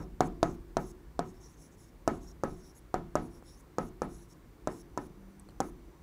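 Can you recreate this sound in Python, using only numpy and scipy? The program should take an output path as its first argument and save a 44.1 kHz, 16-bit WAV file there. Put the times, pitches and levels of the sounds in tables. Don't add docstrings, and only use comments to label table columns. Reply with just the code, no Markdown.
import sys
import numpy as np
from scipy import signal
from scipy.io import wavfile
from scipy.ndimage import map_coordinates

SR = 44100
rng = np.random.default_rng(int(sys.argv[2]) if len(sys.argv) > 2 else 0)


def transcribe(u):
    v = np.clip(np.atleast_2d(u).T, -1, 1)
    q = np.round(v * 32767).astype(np.int16)
    wavfile.write(sys.argv[1], SR, q)


def how_loud(loudness_db):
    steps = np.asarray(loudness_db, float) / 20
    return 10 ** steps


N = 265658

# t/s, rumble level/dB
RUMBLE = [(0.0, -45.5), (0.37, -49.5), (1.84, -60), (2.25, -52.5), (2.97, -59.5), (3.14, -55.5),
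          (3.66, -58.5), (4.09, -53.5), (4.31, -58), (6.02, -54.5)]
# f/Hz, level per Hz/dB
AIR = [(12, -32), (20, 21), (58, 18), (117, -12.5), (160, -6), (224, -16.5), (305, -6), (599, -22.5),
       (1020, -21), (1140, -24.5), (2060, -29), (2660, -35), (13200, -42), (15200, -39), (16500, -39)]
# f/Hz, level/dB
WHINES = [(14826, -97), (15127, -96), (15579, -97)]
# t/s, f/Hz, level/dB
SWITCHED_WHINE = (4.81, 6002, -86)
# start t/s, end t/s, friction level/dB, lower ring/dB, upper ring/dB
LIFTS = [(-0.03, 0.048, -72, 2.2, -5), (0.215, 0.279, -65, -9, -4), (0.51, 0.559, -70, -8, -5),
         (0.785, 0.921, -66.5, -1.2, -2), (1.83, 1.898, -76.5, 5, -3), (2.255, 2.324, -71.5, 4, 0),
         (2.745, 2.796, -68, -5, 2.2), (3.565, 3.614, -69, -8, -0.5), (3.795, 3.894, -72, -0.1, 3),
         (4.282, 4.338, -68.5, -2, -2), (4.69, 4.824, -69, -0.5, 0), (4.988, 5.074, -71.5, -4, 1),
         (5.615, 5.704, -69, -3, 3.5)]
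TURNS = [(0.425, 0.54, -65, -2, -8), (1.235, 1.325, -69.5, -1, -4), (1.33, 1.398, -77.5, 6, -6),
         (1.398, 1.51, -67.5, 2.8, -5), (1.47, 1.56, -71, -5, -2), (1.564, 1.695, -66.5, -4, -3),
         (1.705, 1.758, -71, -6, -5), (1.768, 1.865, -67, -2, -3.5), (2.07, 2.2, -68.5, -9, -1),
         (2.2, 2.275, -69, -2, -2.2), (2.45, 2.565, -69.5, 2, -1), (2.545, 2.63, -70.5, -4, -3),
         (2.59, 2.73, -73.5, 5, 2), (2.958, 3.0, -81, -3, 8), (3.165, 3.235, -72, -7, -2),
         (3.215, 3.285, -70.5, -6, 4), (3.296, 3.405, -74.5, 3, 5.5), (3.43, 3.585, -72, 5, 3.5),
         (4.015, 4.07, -72, -4, 1), (4.07, 4.27, -69.5, 1, 2.5)]
# f/Hz, width/Hz, level/dB
STYLUS = [(3850, 800, -12), (5600, 600, 0), (6500, 750, 0), (7900, 1400, -3), (9400, 600, -8),
          (10200, 850, 0), (11200, 900, -9), (14000, 2800, -7)]
# f/Hz, level/dB, time to fall 60 dB/s
PANE = [(163, -19.5, 0.51), (181, -30.5, 1), (244.7, -26.5, 0.7), (280, -36, 0.11), (305.4, -22, 0.43),
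        (342.8, -25.5, 1), (373.4, -21, 0.6), (446, -27.5, 0.44), (569, -28, 0.16), (678, -32.5, 0.6),
        (734, -19.5, 0.26), (829, -19, 0.14), (942, -10.5, 0.056), (1027, -24.5, 0.21), (1083, -26, 0.067),
        (1275, -43.5, 0.099), (1280, -17, 0.16), (1530, -20, 0.037)]
# f/Hz, level/dB, time to fall 60 dB/s
ROOM = [(64.4, -45.5, 0.96), (115, -43, 0.65), (155, -33, 0.52), (346, -30.5, 0.37), (556, -33, 0.2),
        (1090, -39, 0.34), (1745, -35.5, 0.11), (2500, -57, 0.34), (4750, -59.5, 0.43),
        (9000, -54.5, 0.052)]
# t/s, push peak level/dB, echo delay/ms, pane pitch under the tip f/Hz
TAPS = [(0.2064, -7.7, 2.61, 738), (0.4294, -8.0, 2.93, 678), (0.7687, -12.2, 2.88, 678),
        (1.1922, -14.2, 2.7, 705), (2.0768, -10.3, 3.02, 673), (2.436, -14.7, 2.38, 544),
        (2.942, -14.0, 2.54, 743), (3.1544, -11.6, 3.08, 614), (3.7841, -14.5, 2.49, 501),
        (4.0188, -16.0, 2.34, 501), (4.6733, -15.5, 3.06, 619), (4.9755, -18.4, 3.08, 991),
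        (5.6033, -14.0, 3.88, 791)]
# stylus tick level over push/dB, slant (0 upright - 1 flat)
LANDINGS = [(-19.5, 0.16), (-19.5, 0.031), (-20.5, 0.1), (-20.5, 0.062), (-18.5, 0.58), (-23, 0.85),
            (-21.5, 0.79), (-20, 1), (-20.5, 0.88), (-22.5, 0.87), (-20.5, 0.49), (-18.5, 0.85),
            (-13.5, .1)]
# t/s, thud peak level/dB, ring peak level/dB, ring f/Hz, ring width/Hz
KNOCKS = [(3.4249, -39, -58, 7800, 1200), (5.3972, -80, -47, 8300, 700), (5.397, -80, -47, 10600, 900),
          (5.4014, -70, -52, 8500, 1500), (5.4887, -41, -55, 4380, 250), (5.487, -55, -53, 2000, 1200),
          (5.4880, -70, -55, 9000, 1200), (5.4955, -50, -60, 4300, 500), (5.496, -70, -58, 8000, 1500),
          (5.496, -70, -60, 3100, 500), (5.5070, -51, -57, 8500, 1500), (5.5075, -70, -61, 4300, 500),
          (5.5223, -62, -60, 1500, 700)]
# t/s, f/Hz, level/dB
FAR_MOTOR = [
    (5.17, 196.7, -59),
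    (5.23, 192.3, -55),
    (5.45, 198.4, -61.5),
    (5.6, 216, -70),
]
# t/s, f/Hz, level/dB
SQUEAK = [
    (5.282, 9700, -88),
    (5.295, 10200, -78),
    (5.312, 10400, -79),
    (5.325, 10100, -90),
]


def rms_one(x):
    return x / np.sqrt(np.mean(x ** 2) + 1e-20)


def peak_one(x):
    return x / np.abs(x).max()


def add(out, s, x):
    i = round(s * SR)
    out[i:i + len(x)] += x[:N - i]


def column(rows, k, hz):
    rows = np.array(rows)
    return np.interp(np.log(hz), np.log(rows[:, 0]), rows[:, k])


def by_slant(upright, flat, slant):
    return upright + (flat - upright) * slant


def high_pass(x, order, hz):
    return signal.sosfilt(signal.butter(order, hz, "high", fs=SR, output="sos"), x)


def drift(rate):
    r = np.exp(-80 * np.pi * rate / SR)
    slow = signal.lfilter([1], [1, -2 * r, r * r], rng.standard_normal(N // 40 + 2002))[2000:]
    return np.interp(np.arange(N) / 40, np.arange(len(slow)), rms_one(slow - slow.mean()))


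def ring(x, hz, t60, lead=0):
    r, w = how_loud(-60 / (t60 * SR)), 2 * np.pi * hz / SR
    return signal.lfilter([np.sin(lead), r * np.sin(w - lead)], [1, -2 * r * np.cos(w), r * r], x)


def steep(x, hz, width):
    t60 = 1.4 / width
    return ring(ring(x, hz, t60), hz, t60)


def glide(rows):
    t, (s, hz, level_db) = np.arange(N) / SR, np.transpose(rows)
    level = how_loud(np.interp(t, s, level_db, left=-150, right=-150))
    return level * np.sin(2 * np.pi * np.cumsum(np.interp(t, s, hz)) / SR)


def bands():
    edges = 18 * 2 ** np.arange(0, 10.1, 1 / 3)
    white = rng.standard_normal((2, N + 8000))
    for k, (low, high) in enumerate(zip(edges, edges[1:])):
        sos = signal.butter(2, [low, high], "band", fs=SR, output="sos")
        yield np.sqrt(low * high), signal.sosfilt(sos, white[k % 2])[8000:]


def air(noise_bands):
    rumble, noise = 0, 0
    for hz, band in noise_bands:
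        level_db = column(AIR, 1, hz)
        if hz < 90:
            rumble = rumble + how_loud(level_db + 0.8 * drift(3)) * band
        else:
            noise = noise + how_loud(level_db + 1.6 * drift(9.6) * (hz < 2000)) * band
    modes = sum(how_loud(column(AIR, 1, hz)) * rms_one(ring(noise, hz, 0.94 * t60)) for hz, _, t60 in PANE[:7])
    noise = rms_one(noise) + how_loud(-10.5) * rms_one(modes)
    rumble = rms_one(high_pass(rumble, 8, 36))
    s, rumble_db = np.transpose(RUMBLE)
    noise_db = -58.5
    return how_loud(np.interp(np.arange(N) / SR, s, rumble_db)) * rumble + how_loud(noise_db) * noise


def display_whines():
    t = np.arange(N) / SR
    out = sum(np.sqrt(2) * how_loud(level_db) * np.sin(2 * np.pi * hz * t) for hz, level_db in WHINES)
    on, hz, level_db = SWITCHED_WHINE
    return out + (t > on) * np.sqrt(2) * how_loud(level_db) * np.sin(2 * np.pi * hz * t)


def stylus(x, widen):
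    return [(-1) ** k * how_loud(level_db) * rms_one(steep(x, hz, widen * width))
            for k, (hz, width, level_db) in enumerate(STYLUS)]


def stroke_gains():
    t, power = np.arange(N) / SR, np.zeros((4, N))
    speed_up_s, lift_s = 0.032, 0.0037
    for rows, turning in ((TURNS, True), (LIFTS, False)):
        hiss_db = -9 if turning else -1
        for start, end, friction_db, lower_db, upper_db in rows:
            if turning:
                speed = np.sin(np.pi * np.clip((t - start) / (end - start), 0, 1)) ** 0.75
            else:
                speed = np.clip((t - start) / speed_up_s, 0, 1) ** 0.52
                speed = speed * np.clip((end - t) / lift_s, 0, 1)
            group_db = np.array([[lower_db], [0], [upper_db], [hiss_db]])
            power += (speed * how_loud(friction_db + group_db)) ** 2
    return np.sqrt(power)


def strokes():
    gains = stroke_gains()
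    grit = rng.standard_normal(N) * how_loud(4.2 * np.minimum(rng.exponential(1, N), 4))
    rings = [how_loud(2.8 * drift(14)) * r for r in stylus(grit, 0.65)]
    hiss = how_loud(2.5 * drift(20)) * np.diff(grit[::-1], prepend=0)
    groups = [rms_one(sum(g)) for g in (rings[:2], rings[2:4], rings[4:], [hiss])]
    out = np.zeros(N)
    for gain, group in zip(gains, groups):
        pace = np.cumsum(1 + 0.015 * drift(5))
        out += gain * map_coordinates(group, [pace], order=3, mode="mirror")
    return out


def blows(hz):
    octaves = np.log2(np.clip(hz, 150, 2500) / 500)
    earlier_tap_db = -19.5
    out = [(0.00047, earlier_tap_db - 2 * octaves)]
    for (s, push_db, _, _), (_, slant) in zip(TAPS, LANDINGS):
        out.append((s + 0.003055, push_db + by_slant(-3, -0.34, slant) + 3.5 + 0.36 * octaves))
    return out


def pane_ringing():
    out, t = np.zeros(N), np.arange(18000) / SR
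    hz, level_db, t60 = np.transpose(PANE)[:, :, None]
    shape = how_loud(level_db - 8.0 - 60 * t / t60) * (1 - np.exp(-t / 0.0048))
    chance = rng.random((len(TAPS) + 1, 4, len(PANE), 1))
    for (s, blow_db), (size, phase, beat, split) in zip(blows(hz), chance):
        beating = 1 + 0.41 * np.sin(2 * np.pi * (hz * 0.0412 * (0.39 + split) * t + beat))
        strength = how_loud(blow_db + 8.4 * (size - 1.0))
        add(out, s, np.sum(strength * shape * beating * np.sin(2 * np.pi * (hz * t + phase)), axis=0))
    return out


def room_tail(noise_bands):
    out, build = 0, np.exp(-1 / (0.001 * SR))
    for hz, band in noise_bands:
        hits = np.zeros(N) + 1e-18
        for s, blow_db in blows(hz):
            hits[round(s * SR)] = how_loud(blow_db)
        decay = how_loud(-60 / (column(ROOM, 2, hz) * SR))
        fade = signal.lfilter([1 - build], np.convolve([1, -build], [1, -decay]), hits)
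        out = out + how_loud(column(ROOM, 1, hz)) * rms_one(band[::-1]) * fade
    return out


def push(size):
    contact_ms = 0.98
    t = np.arange(size) / SR * 1000 / contact_ms - 0.06
    dent = -np.sin(np.pi * np.clip(t, 0, 1)) ** 2
    return high_pass(dent, 2, 121), dent / np.abs(dent).sum()


def chatter(size, chance, fade_s):
    out = np.zeros(size)
    out[:len(chance)] = chance * np.exp(-np.arange(len(chance)) / SR / fade_s)
    return out


def tick(size, chance, tick_db, slant):
    usual_tick_db = -21
    contacts = chatter(size, chance, 0.0006) + 0.1 * chatter(size, chance[::-1], 0.003)
    rings = stylus(contacts, 1.3)
    parts = rings[0], sum(rings[1:4]), sum(rings[4:7]), rings[7]
    barrel_db = by_slant(-1, -13.5, slant) + usual_tick_db - tick_db
    top_db = -18.5 + 0.6 * (tick_db - usual_tick_db)
    return sum(how_loud(d + 3) * peak_one(p) for p, d in zip(parts, (barrel_db, 0, -13, top_db)))


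def local_ring(force, pane_hz, slant):
    ring_db = -8 + 9 * min(0, np.log2(pane_hz / 720))
    overtone_db, overtone_hz = by_slant(-19, -6, slant), by_slant(1350, 1270, slant)
    out = how_loud(ring_db) * ring(force, pane_hz, 0.058, lead=np.pi / 2)
    return out + how_loud(overtone_db) * ring(force, overtone_hz, 0.03, lead=np.pi / 2)


def taps():
    out, size = np.zeros(N), 3000
    swing, force = push(size)
    chances = rng.standard_normal((len(TAPS), 400))
    for (s, push_db, echo_ms, pane_hz), (tick_db, slant), chance in zip(TAPS, LANDINGS, chances):
        click = how_loud(push_db + tick_db) * tick(size, chance, tick_db, slant)
        thud = how_loud(push_db + 0.5) * swing
        add(out, s, thud + click + how_loud(push_db) * local_ring(force, pane_hz, slant))
        add(out, s + echo_ms / 1000, how_loud(-11) * thud + how_loud(-8.5) * click)
    return out


def knocks():
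    out, size = np.zeros(N), 900
    swing = push(size)[0]
    chances = rng.standard_normal((len(KNOCKS), 60))
    for (s, thud_db, ring_db, hz, width), chance in zip(KNOCKS, chances):
        short_ring = peak_one(steep(chatter(size, chance, 0.0005), hz, width))
        add(out, s, how_loud(thud_db) * swing + how_loud(ring_db) * short_ring)
    return out


def far_motor():
    return how_loud(3.5) * glide(FAR_MOTOR)


def squeak():
    return glide(SQUEAK)


def scene():
    noise_bands = list(bands())
    background = air(noise_bands) + display_whines() + far_motor()
    writing = strokes() + taps() + knocks() + squeak()
    answer = pane_ringing() + room_tail(noise_bands)
    return (background + writing + answer)[None]


def band_limit(x):
    return signal.sosfilt(signal.butter(12, 16680, fs=SR, output="sos"), x)


def record(dry):
    cut = signal.sosfilt(signal.cheby2(12, 30, 15900, fs=SR, output="sos"), dry)
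    return band_limit(cut)


dry = scene()
out = record(dry)
transcribe(out)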